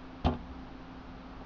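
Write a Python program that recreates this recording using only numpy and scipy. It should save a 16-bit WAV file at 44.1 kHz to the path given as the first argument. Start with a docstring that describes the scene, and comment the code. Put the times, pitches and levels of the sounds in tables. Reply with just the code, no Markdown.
"""A quiet room, where a small toy truck drops onto a table. Its rubber tyres thump the table top,
the suspension bottoms out with a hollow knock, loose plastic parts click, and the truck sways
on its tyres. Each impact is damped modes plus a noise burst, with a short room tail.
A fan hums and hisses throughout; at the end a hand nudges the truck with a soft rub."""
import sys
import numpy as np
from scipy import signal
from scipy.fft import rfft, irfft, next_fast_len
from scipy.io import wavfile
from scipy.ndimage import map_coordinates

SR = 44100
rng = np.random.default_rng(int(sys.argv[2]) if len(sys.argv) > 2 else 0)


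def int16_out(signal):
    """Quantize to a 16-bit WAV file."""
    q = np.round(np.clip(np.atleast_2d(signal).T, -1, 1) * 32767)
    wavfile.write(sys.argv[1], SR, q.astype(np.int16))


N = 63945


def amp(db):
    """Decibels to gain."""
    return 10 ** (np.asarray(db) / 20)


def along(points, hz):
    """Interpolate (Hz, value) points on a log frequency axis."""
    knots_hz, values = np.transpose(points)
    return np.interp(np.log(hz + 1), np.log(knots_hz + 1), values)


def noise(colour):
    """Noise of rms 1 with a (Hz, dB) spectral shape."""
    size = next_fast_len(N + SR // 2)
    gain = amp(along(colour, np.fft.rfftfreq(size, 1 / SR)))
    shaped = irfft(rfft(rng.standard_normal(N), size) * gain, size)[:N]
    return shaped / np.sqrt(np.mean(shaped ** 2) + 1e-20)


def wobble(knots_per_s):
    """Smooth random curve."""
    return map_coordinates(rng.standard_normal(256), [np.arange(N) * knots_per_s / SR], mode="wrap")


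def since(start_s):
    """Seconds since start_s, zero before."""
    return np.maximum(np.arange(N) / SR - start_s, 0)


def fade(t, t60_s):
    """Exponential decay, 60 dB in t60_s."""
    return np.exp(-np.log(1000) * t / t60_s)


def envelope(start_s, attack_s, t60_s):
    """Quick rise, exponential decay."""
    t = since(start_s)
    return (1 - np.exp(-t / attack_s)) * fade(t, t60_s)


def ring(blows, modes, attack_s):
    """Damped modes; each (s, dB) blow adds to their energy."""
    t = since(blows[0][0])
    out = np.zeros(N)
    for hz, mode_db, t60_s in modes:
        energy = sum((amp(db + mode_db) * envelope(s, attack_s, t60_s)) ** 2 for s, db in blows)
        out += np.sqrt(energy) * np.sin(2 * np.pi * hz * t)
    return out


def bursts(blows, colour, attack_s, t60_s):
    """Dense modes as one decaying noise burst per (s, dB) blow."""
    return sum(amp(db) * envelope(s, attack_s, t60_s) * noise(colour) for s, db in blows)


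def in_room(dry, wet_db):
    """Add the small room's tail, shorter in the treble."""
    # room decay (frequency [Hz], t60 [s])
    decay = [(100, .35), (700, .3), (3000, .3), (7000, .22)]
    hz, t, spectra = signal.stft(rng.standard_normal(SR // 2), SR, nperseg=256)
    tail = signal.istft(spectra * fade(t, along(decay, hz)[:, None]), SR, nperseg=256)[1]
    tail = np.pad(tail, (SR // 200, 0))  # 5 ms pre-delay
    return dry + amp(wet_db) * signal.fftconvolve(dry, tail / np.linalg.norm(tail))[:N]


def fan():
    """Slightly unsteady hum lines over a soft rush of air."""
    # hum lines (frequency [Hz], rms level [dB])
    lines = [(30, -59), (59.5, -55.5), (174, -60.5), (259.4, -52.5), (290.5, -62), (333.8, -70.5),
             (433, -70.5), (519.5, -68.5), (786, -70.5)]
    # air rush spectrum (frequency [Hz], relative density [dB])
    air_colour = [(10, 9.5), (30, 9), (65, 1), (90, -1), (125, 5.5), (150, -5), (180, 6), (210, 0),
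                  (255, 5), (310, -1), (400, -4.5), (560, -8), (660, -2.5), (900, -4.5), (1250, -5.5),
                  (1600, -10.5), (1900, -15.5), (2600, -16.5), (4000, -21), (5000, -26), (5800, -31),
                  (7000, -44.5)]
    waver_db, drift_rad, knots_per_s, air_db = 1, .25, 5, -48.5
    t = since(0)
    hum = np.zeros(N)
    for hz, db in lines:
        peak = np.sqrt(2) * amp(db + waver_db * wobble(knots_per_s))
        phase = 2 * np.pi * (hz * t + rng.random()) + drift_rad * wobble(knots_per_s)
        hum += peak * np.sin(phase)
    return hum + amp(air_db) * noise(air_colour)


def nudge():
    """Fingers meet the truck with a soft, fading rub."""
    # rub spectrum (frequency [Hz], relative density [dB])
    colour = [(300, -8.5), (580, -12), (760, 3), (1050, -10), (1350, -25), (1600, -4.5), (1900, -34),
              (2500, -22), (7000, -61)]
    start_s, level_db = 1.6, -45.5
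    return bursts([(start_s, level_db)], colour, attack_s=.00087, t60_s=.73)


def loose_parts():
    """Plastic links click as they take up their play, each with its own brightness."""
    # clicks (time [s], level [dB], tilt [dB/octave])
    clicks = [(0.2471, -38.5, 5.5), (.2525, -43.5, -2), (0.2555, -42.5, 0.5), (0.2607, -35.5, -6.5),
              (0.2632, -42, 2), (0.272, -53, 18), (.287, -55, -9), (0.337, -50.5, -4)]
    # plastic part modes (frequency [Hz], level [dB], t60 [s])
    modes = [(1967, -12, 0.092), (2474, -7, 0.11), (2700, -1.5, 0.053), (3126, -3, 0.047), (3545, -5, .045),
             (3994, -18.5, .05), (4457, -12, .045)]
    # click spectrum before tilt (frequency [Hz], relative density [dB])
    colour = [(100, -39.5), (500, -34), (1500, 7.5), (2100, -5), (2900, 9), (4200, 1.5), (5200, -7),
              (6200, -15), (7300, -38)]
    attack_s, ring_db, burst_db = .00077, -5, 4.5
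    out = amp(ring_db) * ring([(s, db) for s, db, _ in clicks], modes, attack_s)
    for s, db, tilt in clicks:
        tilted = [(hz, density_db + tilt * np.log2(hz)) for hz, density_db in colour]
        out += amp(burst_db) * bursts([(s, db)], tilted, attack_s, t60_s=.027)
    return in_room(out, wet_db=-12)


def chassis():
    """The hollow body knocks as it lands, as it settles and when the hand meets it."""
    # knocks (time [s], level [dB])
    knocks = [(.2455, -32), (.2515, -36.5), (.2628, -25.5), (.268, -24.5), (.2844, -27.5), (.296, -33),
              (.3235, -33.5), (.338, -42.5), (.68, -50.5), (1.4128, -43)]
    # modes of the chassis and the table under it (frequency [Hz], level [dB], t60 [s])
    modes = [(243.2, -3, 0.21), (269.8, -9.5, 0.21), (370, -13, .25), (430.2, -13.5, 0.18),
             (513.3, -12.5, .11), (572.6, -16.5, .11), (628.1, -10.5, 0.083), (712, -6, 0.071),
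             (766.5, -8.5, 0.071), (854, -11.5, .1), (963, -17.5, .11), (1050, -21, .19), (1181, -19, 0.15),
             (1395, -26, 0.23)]
    # knock spectrum (frequency [Hz], relative density [dB])
    colour = [(100, -33), (350, 2), (550, 1), (740, 5.5), (900, -8.5), (1170, -3), (1350, -24.5),
              (1700, -16.5), (3000, -33.5), (7000, -64)]
    attack_s, burst_db = .0006, -1
    contact = amp(burst_db) * bursts(knocks, colour, attack_s, t60_s=.04)
    return in_room(ring(knocks, modes, attack_s) + contact, wet_db=-15)


def tyres():
    """Soft rubber blows ring the table top and leave the truck rocking."""
    # tyre impacts (time [s], level [dB])
    thumps = [(.2485, -23.5), (.2595, -23), (.2795, -35.5), (.301, -39.5), (.327, -33.5)]
    # modes of the tyres on the table top (frequency [Hz], level [dB], t60 [s])
    table_modes = [(63, -5.5, 0.17), (79.7, 2, .15), (144.3, -5, 0.21), (183.8, -16, 0.27)]
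    # thump spectrum (frequency [Hz], relative density [dB])
    colour = [(30, -25.5), (70, -9.5), (130, 10), (260, -5.5), (500, -30.5), (1200, -47), (3000, -74)]
    # sways after landing (time [s], level [dB])
    sways = [(.393, -37.5), (.445, -45.5), (.485, -41)]
    # modes of the truck rocking on its tyres (frequency [Hz], level [dB], t60 [s])
    rocking_modes = [(62.5, 2, .33), (80, -1, .2), (125, -14.5, .3)]
    attack_s, burst_db = .003, -4
    contact = amp(burst_db) * bursts(thumps, colour, attack_s, t60_s=.08)
    thud = ring(thumps, table_modes, attack_s) + contact
    return in_room(thud, wet_db=-16) + ring(sways, rocking_modes, attack_s=.012)


def scene():
    """Truck and fan, mono."""
    return (tyres() + chassis() + loose_parts() + nudge() + fan())[None]


def record(dry):
    """Microphone band limit: a steep low-pass."""
    cutoff_hz = 7250
    return signal.sosfiltfilt(signal.butter(30, cutoff_hz, fs=SR, output="sos"), dry)


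dry = scene()
out = record(dry)
int16_out(out)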